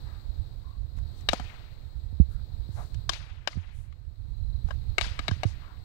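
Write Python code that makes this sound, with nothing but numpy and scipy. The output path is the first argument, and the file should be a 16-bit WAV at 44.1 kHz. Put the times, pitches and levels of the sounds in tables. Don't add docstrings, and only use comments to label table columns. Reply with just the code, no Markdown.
import sys
import numpy as np
from scipy import signal
from scipy.fft import rfft, irfft
from scipy.io import wavfile
from scipy.ndimage import uniform_filter1d

SR = 44100
rng = np.random.default_rng(int(sys.argv[2]) if len(sys.argv) > 2 else 0)


def gain_from_db(level_db):
    decades = np.asarray(level_db, float) / 20
    return 10 ** decades


def unload_wav(signal):
    wavfile.write(
        sys.argv[1],
        SR,
        np.round(np.clip(np.atleast_2d(signal).T, -1, 1) * 32767).astype(np.int16),
    )


N = 257544

# start_s, level_db, tilt_db_per_octave (hardness), favoured_hz (place of contact), near_echo_db
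STICK_BLOWS = [
    (1.288, -11.5, -0.1, 3770, -13.5),
    (3.133, -25.5, 0.5, 4420, -19),
    (4.982, -12.5, -1.1, 2300, -9),
    (5.011, -15.5, -0.5, 3920, -7),
    (5.191, -23.5, 0.5, 1330, -12),
    (5.281, -16.5, -1.4, 3900, -14),
    (5.433, -19, -1.5, 704, -18),
]
LONG_STICK_BLOWS = [
    (3.093, -13.5, 1.5, 1170, -9),
    (3.474, -16.5, -2, 2240, -18),
    (4.707, -29, -6.5, 1360, -22),
    (5.311, -29.5, -2.5, 1620, -24),
]
GLOVE_BLOWS = [
    (1.332, -15.5, 0.89, 730, -23.5),
    (1.397, -30.5, -1.1, 1700, -12),
]
# start_s, level_db, snap_db, rise_ms, pitch_factor (on TOUCH_MODES)
TOUCHES = [
    (0.986, -47.5, -17, 1.1, 0.52),
    (1.208, -58, -2, .7, 0.95),
    (2.944, -48.5, -8, 0.3, 1.42),
    (3.529, -39.5, -36, 2.4, 1.02),
    (3.925, -49.5, -23.5, 0.74, 1.02),
    (4.05, -66, -15, 0.55, 1.4),
    (4.686, -41.5, -19, 1.7, 0.38),
    (5.042, -33, -26, 0.7, 0.79),
]
# pitch_hz, width_hz, level_db
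STICK_MODES = [(230, 68, -21), (695, 67, -3), (1200, 110, -2.5), (1658, 200, -0.5), (2233, 120, 0.5),
               (2890, 100, -2), (3380, 250, -9.5), (3840, 54, -3.5), (4390, 110, -8), (4568, 120, -10.5),
               (5135, 130, -12.5), (5815, 100, -15)]
LONG_STICK_MODES = [(634, 68, -10), (1070, 91, -5.5), (1620, 58, -3), (2300, 280, -11.5), (2870, 140, -4),
                    (3110, 110, -5), (3730, 160, -4), (4350, 190, -7.5), (5080, 100, -5), (5930, 89, -14),
                    (7100, 95, -15.5)]
GLOVE_MODES = [(228, 44, -4.5), (728, 85, -2.5), (1247, 110, -6), (1700, 150, -14.5), (2320, 200, -12.5),
               (3150, 130, -16), (4150, 600, -11.5)]
TOUCH_MODES = [(1190, 130, 9), (1590, 460, -11), (2040, 95, 12), (3100, 350, 8), (4000, 69, -0.5),
               (5100, 990, -8)]
# pitch_hz, level_db
CONTACT_NOISE = [(200, -16), (1000, -2.5), (4000, 9), (8500, 2.5), (10000, -13.5), (15800, -14.5),
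                 (16500, -34.5)]
# pitch_hz, t60_s
TREE_DECAY = [(300, 0.88), (1000, 1), (2200, 1), (4000, 0.89), (8000, 0.78)]
# pitch_hz, level_db
NEAR_TREES = [(150, -27.5), (500, -7.5), (2000, -3.5), (4500, -1.5), (9000, -20), (16000, -43)]
FAR_TREES = [(150, -18), (700, -5.5), (2200, -2), (4000, -7.5), (6000, -18), (16000, -41)]
# start_s, length_s, level_db, centre_hz, spread_octaves
SCUFFS = [(0.611, .2, -56.5, 1093, 0.12), (0.0, 0.3, -55.5, 1070, 0.88), (0.958, .05, -57.5, 1190, 2.15),
          (1.148, 0.098, -62, 4710, 0.92), (2.28, 0.11, -65.5, 5960, 1.74), (2.285, .18, -61, 1345, 0.3),
          (2.685, 0.28, -58.5, 5200, 1.04), (2.746, 0.14, -44.5, 770, 0.9),
          (3.698, 0.23, -65.5, 8000, 0.58), (4.642, 0.15, -57.5, 1000, 1.9), (5.434, 0.13, -54, 5240, 0.58),
          (5.555, 0.3, -54, 1160, 0.57)]
# start_s, peak_db, pitch_hz, t60_s,
# edge_db
LEFT_THUMPS = [(0.768, -33.5, 54.5, 0.084, -4), (1.005, -38, 71, 0.13, -23), (1.235, -32.5, 117, 0.2, -34),
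               (2.2, -32, 112, .08, -11.5), (3.094, -32.5, 337, 0.055, -28.5),
               (3.475, -31, 337, 0.042, -37), (4.69, -39.5, 72, 0.082, -30), (4.98, -14, 350, 0.03, -33),
               (5.065, -21, 93, 0.043, -23), (5.191, -25.5, 266, 0.046, -4), (5.288, -20.5, 245, 0.025, -3),
               (5.445, -27.5, 230, 0.06, -20)]
RIGHT_PUSHES = [
    (0.975, -23.5, 91.4, 0.13, -41),
    (1.398, -22.5, 92, 0.027, -1),
    (2.128, -17.5, 73.4, 0.14, -45),
    (2.2, 0.5, 65.5, 0.11, -1),
    (2.69, -19.5, 104, 0.074, -24),
    (3.556, -22.5, 84, 0.21, -24),
    (3.572, -16, 85, 0.12, -1.5),
    (5.289, -17.5, 123.6, 0.069, -25),
    (5.365, -28.5, 112, 0.15, -22),
]
RIGHT_PULLS = [
    (5.3155, -8.5, 90, 0.083, -14.5),
    (5.4535, -5, 97, 0.073, -53),
]
# time_s, level_db
GUSTS = [(0.0, -43.5), (0.99, -40), (1.22, -45.5), (1.59, -43), (1.87, -48.5), (2.41, -41.5), (2.98, -39),
         (3.43, -49.5), (4.13, -45.5), (4.28, -38), (4.63, -35), (5.3, -42), (5.59, -44), (5.84, -43)]
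# pitch_hz, level_db
WIND = [(10, -4.5), (30, 4.5), (70, 6.5), (110, -1.5), (200, -25.5), (300, -39), (600, -73.5)]
COVER = [(100, -7.5), (300, -6), (480, -18), (800, -9.5), (1500, -22), (2500, -23.5), (4000, -40.5),
         (6000, -55.5), (16000, -53.5)]
# start_s, length_s, pitch_hz, pulses_per_s, level_db
NEAR_INSECT = (4.3, .46, 4040, 33.3, -55)
# pitch_hz, width_hz, level_db
INSECTS = [(3987, 710, -54), (4330, 1100, -60), (8000, 880, -69.5)]
# pitch_hz, level_db
BREEZE = [(20, -35.5), (60, -38.5), (110, -40.5), (200, -44), (500, -48.5), (1000, -53.5), (2000, -60),
          (2900, -65), (6000, -71), (8000, -69), (10000, -81)]
# time_s, level_db
ENGINE_FADE = [(0, 4.5), (2.8, 2), (3.3, 2), (5.84, -3.5)]
# pitch_hz, level_db
HISS = [(20, -47), (300, -45.5), (1000, -56), (2000, -63), (4000, -71.5), (6500, -85), (10000, -82),
        (12000, -72.5), (15700, -68.5), (16050, -100)]
# time_s, level_db
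GAIN = [(0.0, -77.5), (0.86, -85), (1.19, -78), (2.08, -84), (2.83, -80), (3.03, -80), (3.25, -92.5),
        (4.1, -91), (4.26, -87), (4.39, -86), (4.91, -80.5), (5.27, -83.5), (5.51, -81.5), (5.84, -83)]


def evened(x):
    return x / np.sqrt(np.mean(x ** 2) + 1e-20)


def read(points, hz):
    f, value = np.transpose(points)
    return np.interp(np.log(hz + 1), np.log(f + 1), value)


def curve(table):
    time_s, level_db = np.transpose(table)
    return np.interp(np.arange(N) / SR, time_s, level_db)


def add(mix, start_s, sound):
    part = mix[round(start_s * SR):][:len(sound)]
    part += sound[:len(part)]


def decay(t, t60_s):
    return gain_from_db(-60 * t / t60_s)


def rise(t, rise_s):
    return 1 - np.exp(-t / rise_s)


def colour(x, points, size=4096):
    log_gain = np.log(gain_from_db(read(points, abs(np.fft.fftfreq(size, 1 / SR)))))
    taps = np.fft.ifft(np.exp(np.conj(signal.hilbert(log_gain)))).real
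    return signal.oaconvolve(x, taps[:size // 2])[:len(x)]


def wander(rate_hz):
    hz = np.fft.rfftfreq(N, 1 / SR)
    return evened(irfft(rfft(rng.standard_normal(N)) / (1 + (hz / rate_hz) ** 4), N))


def patches(shape, bands, frames):
    across = uniform_filter1d(rng.standard_normal(shape), size=bands, axis=0)
    return evened(uniform_filter1d(across, size=frames, axis=1))


def noise(points, patchy_db):
    hz, t, z = signal.stft(rng.standard_normal(N), SR, nperseg=1024)
    z = z * gain_from_db(patchy_db * patches(z.shape, 14, 6))
    return colour(signal.istft(z, SR, nperseg=1024)[1][:N], points)


def crack(blow_db, snap_db, rise_ms, modes, phases):
    t = np.arange(2600) / SR
    slow = max(rise_ms / 1000, 1e-4)
    ring = np.zeros(len(t))
    for (hz, width_hz, db), phase in zip(modes, phases):
        width_hz = np.clip(width_hz, 120, 700)
        ring += gain_from_db(db) * np.exp(-np.pi * width_hz * t) * np.sin(2 * np.pi * (hz * t + phase))
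    ring = ring * rise(t, slow)
    chatter = rng.standard_normal(400) * (rng.random(400) < .03) * gain_from_db(-9.5) * decay(t[:400], 0.045)
    ring = signal.oaconvolve(ring, np.r_[1, chatter])[:len(t)]
    ring = ring / abs(ring).max()

    quick = max(rise_ms / 2000, 1e-4)
    snap = colour(rng.standard_normal(len(t)) * decay(t, 0.025) * rise(t, quick), CONTACT_NOISE)
    body = [(150, -29)] + [(hz, db) for hz, width_hz, db in modes] + [(7500, -34.5)]
    fill = colour(rng.standard_normal(len(t)) * decay(t, 0.047) * rise(t, slow), body)
    fill = fill / abs(fill).max()
    return gain_from_db(blow_db + 5.0) * (ring + gain_from_db(-8.5) * fill + gain_from_db(snap_db + 5.5) * snap)


def trees(points, start_s, swell_s):
    hz, t, z = signal.stft(rng.standard_normal(SR), SR, nperseg=256)
    bushes_db = 2.6 * patches(z.shape, 9, 5)
    z = z * gain_from_db(bushes_db) * decay(t, read(TREE_DECAY, hz)[:, None])
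    tail = signal.istft(z, SR, nperseg=256)[1][:SR]
    swell = np.clip((np.arange(SR) / SR - start_s) / swell_s, .05, 1) ** 1.15
    tail = colour(tail * swell, points)
    return tail / np.linalg.norm(tail)


def echoes(near, near_db):
    far_db = -21 + 0.27 * (near_db + 13.5)
    return gain_from_db(near_db + 5.0) * near + gain_from_db(far_db) * trees(FAR_TREES, 0.017, 0.2)


def blows(table, body):
    out = np.zeros(N)
    hz, width_hz, mode_db = np.transpose(body)
    chances = rng.random((len(table), 2, len(body)))
    for (start_s, level_db, tilt, favoured_hz, near_db), (phases, grip) in zip(table, chances):
        favour_db = 7.5 * np.exp(-(np.log2(hz / favoured_hz) / 0.3) ** 2)
        tilt_db = tilt * np.log2(hz / 2010)
        modes = list(zip(hz, width_hz, mode_db + favour_db + tilt_db - 1.5 * grip))
        rise_ms = 0.48 * gain_from_db(0.9 * max(-16.5 - level_db, 0))
        blow = crack(level_db, -20.5 + 1.25 * tilt, rise_ms, modes, phases)
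        near = trees(NEAR_TREES, 0.0095, 0.036) * decay(np.arange(SR) / SR, 0.52)
        add(out, start_s, blow)
        add(out, start_s, np.linalg.norm(blow) * echoes(near, near_db))
    return out


def touches():
    out = np.zeros(N)
    chances = rng.random((len(TOUCHES), 10))
    for (start_s, level_db, snap_db, rise_ms, pitch), phases in zip(TOUCHES, chances):
        modes = np.multiply(TOUCH_MODES, [pitch, 1, 1])
        add(out, start_s, crack(level_db, snap_db, rise_ms, modes, phases))
    return out


def sticks():
    hard = blows(STICK_BLOWS, STICK_MODES) + blows(LONG_STICK_BLOWS, LONG_STICK_MODES)
    return hard + blows(GLOVE_BLOWS, GLOVE_MODES) + touches()


def scuffs():
    out, hz = np.zeros(N), np.geomspace(50, 20000, num=120)
    for start_s, length_s, level_db, centre_hz, octaves in SCUFFS:
        count = round(length_s * SR)
        grains = rng.standard_normal(20000) * gain_from_db(2.0 * rng.exponential(1, 20000))
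        band_db = np.maximum(-6 * (np.log2(hz / centre_hz) / octaves) ** 2, -60)
        rubbing = evened(colour(grains, np.c_[hz, band_db])[-count:])
        stroke = np.interp(np.linspace(0, 1, count), [0, 0.33, 1], [0, 1, 0])
        add(out, start_s, gain_from_db(level_db) * rubbing * np.sin(np.pi / 2 * stroke) ** 2)
    return out


def thumps(table):
    out, t = np.zeros(N), np.arange(9000) / SR
    for start_s, peak_db, hz, t60_s, edge_db in table:
        turns = hz * (t + 0.0048 * rise(t, 0.0014))
        ring = np.sin(2 * np.pi * turns) * decay(t, t60_s) * rise(t, 0.006)
        edge = gain_from_db(edge_db) * np.sin(2 * np.pi * 165 * t) * decay(t, 0.033) * rise(t, 0.0043)
        add(out, start_s - .0006, gain_from_db(peak_db + 2.5) * (ring + edge))
    return signal.sosfilt(signal.butter(2, 800, fs=SR, output="sos"), out)


def wind_rumble():
    return evened(noise(WIND, 2.4)) * gain_from_db(curve(GUSTS) + 9.5 + 2.2 * wander(21.6))


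def singer():
    start_s, length_s, hz, rate, level_db = NEAR_INSECT
    t = np.arange(N) / SR - start_s
    swell = np.sin(np.pi * np.clip(t / length_s, 0, 1)) ** .6
    pulses = np.sin(np.pi * (rate * t - 0.17 + 0.04 * wander(12))) ** 4
    loudness = gain_from_db(level_db + 1.5 * wander(30))
    whistle = np.sin(2 * np.pi * np.cumsum(hz + 35 * wander(68)) / SR)
    return loudness * swell * pulses * whistle


def insects():
    hz = np.geomspace(2000, 12000, num=200)
    bands = sum(gain_from_db(db) / (1 + (2 * (hz - f_hz) / width_hz) ** 2) for f_hz, width_hz, db in INSECTS)
    return noise(np.c_[hz, 20 * np.log10(bands)], 0.55) * gain_from_db(4.5 + 1.1 * wander(60))


def breeze():
    return noise(BREEZE, 1.0) * gain_from_db(1.5)


def engine_hum():
    waver_db, waver_hz = 1.5 * wander(7), 3 * wander(8)
    return gain_from_db(-56 + curve(ENGINE_FADE) + waver_db) * np.sin(2 * np.pi * np.cumsum(127 + waver_hz) / SR)


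def scene():
    ride_db = curve(GAIN) + 81
    gain = gain_from_db(ride_db)
    air = sticks() + scuffs() + singer()
    air += breeze() * gain_from_db(0.6 * ride_db) + insects() * gain_from_db(1.14 * ride_db)
    wind = wind_rumble()
    hum = engine_hum()
    left_hiss = gain_from_db(1.5) * noise([(8000, -99.0)] + HISS[-4:], 1.2)
    left = air + gain * (hum + left_hiss) + thumps(LEFT_THUMPS) + gain_from_db(-43.0) * wind
    right = colour(air, COVER) + gain * noise(HISS, 0.46) + wind
    right += thumps(RIGHT_PUSHES) - thumps(RIGHT_PULLS)
    return np.array([left, right])


def low_pass(x):
    return signal.sosfilt(signal.butter(12, 16800, fs=SR, output="sos"), x)


def record(dry):
    edge = signal.butter(14, 16100, fs=SR, output="sos")
    mix = signal.sosfilt(edge, dry) - 0.0005
    return low_pass(mix)


dry = scene()
out = record(dry)
unload_wav(out)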